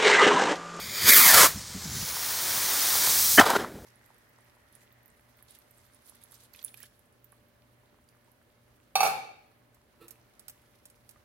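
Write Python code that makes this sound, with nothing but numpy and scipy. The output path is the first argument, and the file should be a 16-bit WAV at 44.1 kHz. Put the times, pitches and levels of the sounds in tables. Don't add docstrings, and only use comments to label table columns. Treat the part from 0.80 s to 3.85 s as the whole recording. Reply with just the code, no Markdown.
import sys
import numpy as np
from scipy import signal
from scipy.fft import rfft, irfft, next_fast_len
from scipy.io import wavfile
from scipy.ndimage import uniform_filter1d, map_coordinates

SR = 44100
rng = np.random.default_rng(int(sys.argv[2]) if len(sys.argv) > 2 else 0)


def voltage_ratio(decibels):
    exponent = np.asarray(decibels, float) / 20
    return 10 ** exponent


def generate_wav(sig):
    pcm = np.round(np.clip(np.atleast_2d(sig).T, -1, 1) * 32767).astype(np.int16)
    wavfile.write(sys.argv[1], SR, pcm)


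N = 134505
TIME = np.arange(N) / SR


def unit(x):
    return x / np.sqrt(np.mean(x ** 2) + 1e-20)


def along(points, hz):
    f, v = np.transpose(points)
    return np.interp(np.log(hz + 1), np.log(f + 1), v)


def curves(rows, t=TIME):
    s, *cols = np.transpose(rows)
    return [np.interp(t, s, c) for c in cols]


def wobble(rate):
    knots = rng.standard_normal(int(N * rate / SR) + 4)
    return map_coordinates(knots, [TIME * rate])


def filtered(x, response):
    m = next_fast_len(N + SR // 2)
    return irfft(rfft(x, m) * response(np.fft.rfftfreq(m, 1 / SR)), m)[..., :N]


def resonance(f, centre, width):
    return 1j * f * width / (centre ** 2 - f * f + 1j * f * width)


def hiss(spectrum):
    return unit(filtered(rng.standard_normal(N), lambda hz: voltage_ratio(along(spectrum, hz))))


def turbulence(colour_db, patchy_db, size=256):
    hz, t, z = signal.stft(rng.standard_normal(N), SR, nperseg=size)
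    gain = voltage_ratio(colour_db(hz[:, None], t))
    gain = gain / np.sqrt(np.mean(gain ** 2, axis=0))
    patches = uniform_filter1d(rng.standard_normal(z.shape), size=5, axis=0)
    patches = unit(uniform_filter1d(patches, size=6, axis=1))
    return signal.istft(z * gain * voltage_ratio(patchy_db * patches), SR, nperseg=size)[1][:N]


def swell(peak_s, rise_s, t60):
    after = np.clip(TIME - peak_s, 0, 1)
    rise = np.clip(1 + (TIME - peak_s) / max(rise_s, 4e-4), 0, 1)
    return rise * np.exp(-np.log(1000) * after / max(t60, 5e-3))


def swells(rows):
    return np.sqrt(sum((voltage_ratio(db) * swell(s, rise, t60)) ** 2 for s, db, rise, t60 in rows))


def air():
    # peak time in seconds, level in dB, rise in seconds, decay time t60 in seconds
    gusts = [(.05, -44, 0.061, 1.1), (.28, -40, 0.12, 0.37), (.59, -35.5, 0.084, 0.67),
             (.762, -37.5, 0.025, 0.25), (.8, -45, 0.033, 0.29), (.9, -47, .03, .4),
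             (.958, -33.5, 0.02, 0.22), (1.0, -42.5, 0.035, .4), (1.065, -38.5, 0.044, .3),
             (1.1, -40, 0.015, .6), (1.17, -36, 0.049, 0.36), (1.23, -44, .03, .15), (1.29, -52, 0.02, .2),
             (1.33, -53, .02, .2), (1.755, -45, 0.02, 0.35), (1.83, -50, .03, 0.43), (2.45, -47, 0.35, 1.2),
             (2.95, -52, 0.01, 0.17)]
    # frequency in Hz, level in dB per Hz
    buffet = [(12, -53), (20, -30), (64, 1.5), (198, 3), (458, -18.5), (499, -33), (600, -38), (780, -60),
              (1320, -120)]
    # frequency in Hz, level in dB per Hz
    field = [(60, -60), (150, -20), (500, -2), (800, -18), (3000, -16), (15800, -17.5)]
    breeze_db, field_db = -51, -54.5
    eddy_hz, eddy_full_db, eddy_grows = 135, -36.5, 0.72
    steady_s = 0.03

    eddies = hiss(buffet)
    power = np.abs(uniform_filter1d(eddies ** 2, size=int(steady_s * SR)))
    eddies = eddies / np.sqrt(power + 0.18)
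    lumps = unit(voltage_ratio(2.3 * wobble(40)) * eddies)
    large = filtered(lumps, lambda f: 1 / (1 + (f / eddy_hz) ** 4))
    gust = np.hypot(swells(gusts), voltage_ratio(breeze_db))
    small = np.clip(gust / voltage_ratio(eddy_full_db), 0, 1) ** eddy_grows * (lumps - large)
    return gust * (large + small) + voltage_ratio(field_db) * hiss(field)


def answers():
    # peak time in seconds, level in dB, rise in seconds, decay time t60 in seconds
    echoes = [(2.611, -14.5, 0.008, 0.069), (2.643, -31, 0.0044, 0.036), (2.668, -20.5, 0.014, 0.11),
              (2.687, -23, 0.008, 0.06), (2.702, -21, 0.012, 0.19), (2.736, -25.5, .01, 0.11),
              (2.765, -18, 0.019, 0.036), (2.809, -31, 0.047, 0.23), (2.848, -34, 0.0013, 0.034),
              (2.95, -43, .01, 0.33), (3.05, -41.5, 0.013, .1)]
    # frequency in Hz, level in dB per Hz
    near = [(60, -53), (150, -25), (400, -9), (900, -0.5), (1500, -1), (2000, -11), (5000, -17),
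            (15800, -34)]
    # frequency in Hz, level in dB per Hz
    late = [(59, -50), (100, -24), (140, 1), (214, 0), (356, 2), (1120, -14.5), (1820, -15), (2160, -20.5),
            (15800, -43.5)]
    dull_from_s, dull_by_s = 2.56, 2.964
    tail = (2.63, -29, 0.015, 1)

    def colour_db(hz, t):
        far = np.clip((t - dull_from_s) / (dull_by_s - dull_from_s), 0, 1)
        return (1 - far) * along(near, hz) + far * along(late, hz)

    level = swells(echoes + [tail]) * voltage_ratio(1.4 * wobble(150))
    return level * turbulence(colour_db, patchy_db=1.5, size=512)


def debris():
    # peak time in seconds, frequency in Hz, level in dB, rise and t60 in seconds
    flares = [(2.586, 295, -10.5, 0.0072, .05), (2.595, 250, -10.5, 0.0062, 0.038),
              (2.602, 410, -8, .004, .014), (2.583, 1760, -9.5, 0.0043, 0.052),
              (2.594, 1870, -9.5, .007, 0.019), (2.594, 3060, -15.5, 0.015, 0.02),
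              (2.59, 1300, -15.5, .006, 0.033), (2.6, 780, -10, 0.0029, 0.036),
              (2.602, 1400, -16, 0.0045, 0.015), (2.597, 2590, -13.5, .004, 0.037),
              (2.616, 1010, -18.5, .006, 0.032), (2.644, 790, -21, .004, .025),
              (2.588, 600, -17, .008, .06), (2.622, 720, -19, 0.0045, .03), (2.701, 950, -18, .008, .05),
              (2.761, 1400, -19, .008, .03), (2.765, 400, -22, .01, .05), (2.95, 200, -37, .008, .1),
              (2.63, 110, -31.5, 0.028, 0.05)]
    # time in seconds, peak level in dB
    ticks = [
        (2.656, -17),
        (2.6745, -19),
        (2.703, -11),
        (2.7615, -31),
        (2.769, -27),
        (2.798, -34),
        (2.818, -32),
    ]
    # peak time in seconds, level in dB, rise in seconds, decay time t60 in seconds
    sparks = [
        (2.61, -30, .01, 0.31),
        (2.66, -32.5, .005, 0.35),
        (2.705, -32.5, 0.024, 0.39),
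    ]
    # frequency in Hz, level in dB per Hz
    fizz = [(1500, -25), (2600, -3), (3500, 0), (8000, -2.5), (15800, -3.5)]
    tick_t60 = 0.008

    drift = 0.48 * wobble(200)
    ringing = 0
    for s, hz, db, rise, t60 in flares:
        ringing = ringing + voltage_ratio(db) * swell(s, rise, t60) * np.sin(2 * np.pi * hz * TIME + drift)
    ticking = swells([(s, db - 6, 0.0004, tick_t60) for s, db in ticks])
    return ringing + np.hypot(ticking, swells(sparks)) * hiss(fizz)


def burst():
    # frequency in Hz, width in Hz, level in dB
    casing = [(273, 60, -4), (427, 56, -3), (710, 250, -5.5), (1230, 250, -4), (1790, 160, 3.5),
              (3090, 110, -4.5)]
    start_s, rise_s, hold_s, t60, blast_db = 2.574, 0.014, 0.0159, 0.022, -9.5
    crack_s, crack_db, crack_t60 = 2.597, -13, 0.04

    def ring(f):
        return sum((-1) ** k * voltage_ratio(db) * resonance(f, c, w) for k, (c, w, db) in enumerate(casing))

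    full = start_s + rise_s
    held = swell(full + hold_s, 12.0 * hold_s, t60) * (TIME > full)
    shape = np.maximum(swell(full, rise_s, t60), held)
    gas = filtered(rng.standard_normal(N), ring)
    high = filtered(gas, lambda f: 1 / (1 + (1000 / (f + 1)) ** 6))
    gas = gas - high * np.clip((TIME - crack_s) / 0.003, 0, 0.8)
    blast = voltage_ratio(blast_db) * shape * unit(gas)
    crack_colour = [(800, -42), (3000, 7.0), (7000, 4), (15800, 0.5)]  # (Hz, dB per Hz)
    crack = voltage_ratio(crack_db) * swell(crack_s, 0.0014, crack_t60) * hiss(crack_colour)
    return blast + crack


def pulses():
    # time in seconds, peak level in dB
    knocks = [
        (1.369, -32),
        (2.138, -35),
        (2.154, -27.5),
        (2.274, -23.5),
        (2.848, -24.5),
    ]
    spit_hz, spit_s = 1030, 0.0022

    total = 0
    for s, db in knocks:
        v = (TIME - s) / spit_s
        total = total + voltage_ratio(db) * np.exp(-v ** 2) * np.sin(2 * np.pi * spit_hz * spit_s * v * (1 - 0.26 * v))
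    return total


def flight():
    # time in seconds, jet level in dB, air loss at the top in dB, extra rumble in dB
    path = [(.66, -29, 2, 8), (.74, -38.5, 4.5, 3.5), (.85, -41.5, 7, -0.5), (1, -40, 3.5, 1),
            (1.18, -33, 1, -0.5), (1.35, -29, -2, 2.5), (1.6, -27, -1, 3), (1.8, -24, -2, 4),
            (2.3, -20.5, -1.5, 0.5), (2.56, -18.5, -2.5, -6.5), (2.6, -24.5, 2.5, -18),
            (2.635, -39, -11, 5), (2.66, -63, -2, 0)]
    # frequency in Hz, level in dB per Hz
    jet_colour = [(88, -39), (150, -22.5), (421, -7.5), (532, -13), (901, -6), (2900, -5.5), (5630, 0),
                  (11600, -4), (15800, -2)]
    # time in seconds, lower band in Hz, depth in dB
    shadow = [(.7, 13000, 0), (.85, 11800, 7), (.98, 10600, 6), (1.1, 8800, 7), (1.3, 8000, 6),
              (1.55, 7700, 3), (2.05, 7600, 3), (2.4, 7200, 1)]
    shadow_width, shadow_ratio = 0.085, 1.52
    air_hz, rumble_hz = 11300, 2930

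    def colour_db(hz, t):
        _, loss_db, rumble_db = curves(path, t)
        shadow_hz, shadow_db = curves(shadow, t)
        dips = sum(np.exp(-(np.log((hz + 1) / (k * shadow_hz)) / shadow_width) ** 2 / 2)
                   for k in (1, shadow_ratio))
        absorbed = loss_db * 2 / (1 + (air_hz / (hz + 1)) ** 4)
        rumble = rumble_db / (1 + (hz / rumble_hz) ** 4)
        return along(jet_colour, hz) - shadow_db * dips - absorbed + rumble

    jet = turbulence(colour_db, patchy_db=0.23)
    level = voltage_ratio(curves(path)[0] + 0.54 * wobble(30.03) + 0.58 * wobble(400))
    return level * (TIME > 0.6) * (TIME < 2.7) * jet


def lift_off():
    # time in seconds, thrust in dB, turned away 0 to 1, ground path longer by ms
    thrust = [
        (0, -37.5, 0.05, 0.61),
        (.1, -36, 0, 0.56),
        (.26, -21.5, 0, 0.63),
        (.294, -8, 0.2, 0.6),
        (.315, -12, 0, 0.48),
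        (.42, -12.5, 0.27, 0.83),
        (.53, -12, 0.68, 1.22),
        (.65, -12, 1, 2.18),
        (.7, -33.5, 0.2, 4.3),
    ]
    # frequency in Hz, level in dB per Hz
    facing = [(88, -50), (150, -21), (786, -11.5), (1500, -11), (2120, -5.5), (2840, -9), (3260, -8.5),
              (8470, -9.5), (14600, 1.5), (15800, -3.5)]
    # frequency in Hz, level in dB per Hz
    behind = [(88, -49), (150, -14.5), (483, -7.5), (660, -6.5), (1250, -1.5), (2840, -7), (3140, -7),
              (5740, -5.5), (15800, -9)]
    # frequency in Hz, level in dB per Hz
    smoulder = [(180, -28), (300, -15), (900, -6), (1600, -14), (2500, -5.5), (5300, -9.5), (9600, -15.5),
                (15800, -12)]
    # frequency in Hz, width in Hz, level in dB
    tube_modes = [(760, 120, -7), (2000, 200, 3), (2400, 170, 10), (2800, 300, -10), (4640, 200, 8),
                  (6850, 350, 4)]
    # time in seconds, change in dB, width in seconds
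    surges = [
        (.337, 2, 0.0055),
        (0.373, 3, 0.015),
        (.44, 0.5, 0.017),
        (.475, 0.5, 0.01),
        (.528, -3, .01),
        (0.545, 3.5, 0.0079),
        (.578, 2, 0.0063),
        (.61, 1, 0.014),
        (.645, -1.5, 0.011),
    ]
    fade_db_per_s, sputter_db = 296, 0.6
    catch_s, catch_width_s = 0.27, 0.033
    nozzle_hz, nozzle_sag_hz_per_s, nozzle_width_hz, nozzle_db = 2350, 3300, 170, 5
    mirror, scatter_hz_ms = 0.72, 2500

    def colour_db(hz, t):
        _, away, ms = curves(thrust, t)
        lit = 1 / (1 + np.exp((catch_s - t) / catch_width_s))
        tube = sum(db / (1 + ((hz - c) / w) ** 2) for c, w, db in tube_modes)
        tube = tube * (1 - 0.5 * lit) * (1 - away)
        note_hz = nozzle_hz - nozzle_sag_hz_per_s * (t - 0.3)
        nozzle = lit * nozzle_db / (1 + ((hz - note_hz) / nozzle_width_hz) ** 2)
        share = 0.34 * (1 - lit) + lit * mirror / (1 + (hz * ms / scatter_hz_ms) ** 4)
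        ground = 10 * np.log10(1 + share ** 2 + 2 * share * np.cos(2 * np.pi * hz * ms / 1000))
        jet = (1 - away) * along(facing, hz) + away * along(behind, hz)
        return lit * jet + (1 - lit) * along(smoulder, hz) + tube + nozzle + ground

    db = curves(thrust)[0] - fade_db_per_s * np.clip(TIME - thrust[-1][0], 0, 1)
    uneven = sum(change * np.exp(-((TIME - s) / w) ** 2) for s, change, w in surges)
    db = db + sputter_db * wobble(44.7) + 0.85 * wobble(250) + uneven
    return voltage_ratio(db) * turbulence(colour_db, patchy_db=0.54, size=512)


def scene():
    mono = air() + answers() + debris() + burst() + pulses() + flight() + lift_off()
    return np.array([mono, mono])


def diffuse_patches(x):
    # time in seconds, low edge in Hz, high edge in Hz
    fills = [(.7854, 5100, 6350), (.7854, 7500, 9700), (.7854, 12250, 15250), (1.0414, 5000, 7650),
             (1.0414, 12950, 14550), (1.1342, 5500, 7550), (1.2271, 4100, 5200), (1.2271, 6850, 8300),
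             (1.2271, 8800, 10400), (1.2271, 10950, 12400), (2.0166, 4500, 6950), (2.0166, 9500, 11100),
             (2.0862, 6750, 8200), (2.1327, 7450, 9700), (2.3881, 12950, 14550), (2.5274, 11550, 13150)]
    side_db, frame_s = -1, 1024 / SR

    hz, t, z = signal.stft(x, SR, nperseg=512)
    filled = sum(np.outer((hz > lo) & (hz < hi), np.abs(t - s) < 0.45 * frame_s) for s, lo, hi in fills)
    random_phase = np.exp(2j * np.pi * rng.random(z.shape))
    return voltage_ratio(side_db) * signal.istft(z * filled * random_phase, SR, nperseg=512)[1][:N]


def low_pass(x):
    return signal.sosfilt(signal.butter(12, 16300, fs=SR, output="sos"), x)


def record(dry):
    port_hz, port_width_hz, port_dip = 2716, 650, 0.39
    ceiling, top_hz = 1, 15830

    x = filtered(dry, lambda f: 1 - port_dip * resonance(f, port_hz, port_width_hz))
    x = x / (1 + np.abs(x / ceiling) ** 4) ** (1 / 4)
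    x = filtered(x, lambda f: f < top_hz)
    side = diffuse_patches(x[0])
    return low_pass(x + [side, -side])


dry = scene()
out = record(dry)
generate_wav(out)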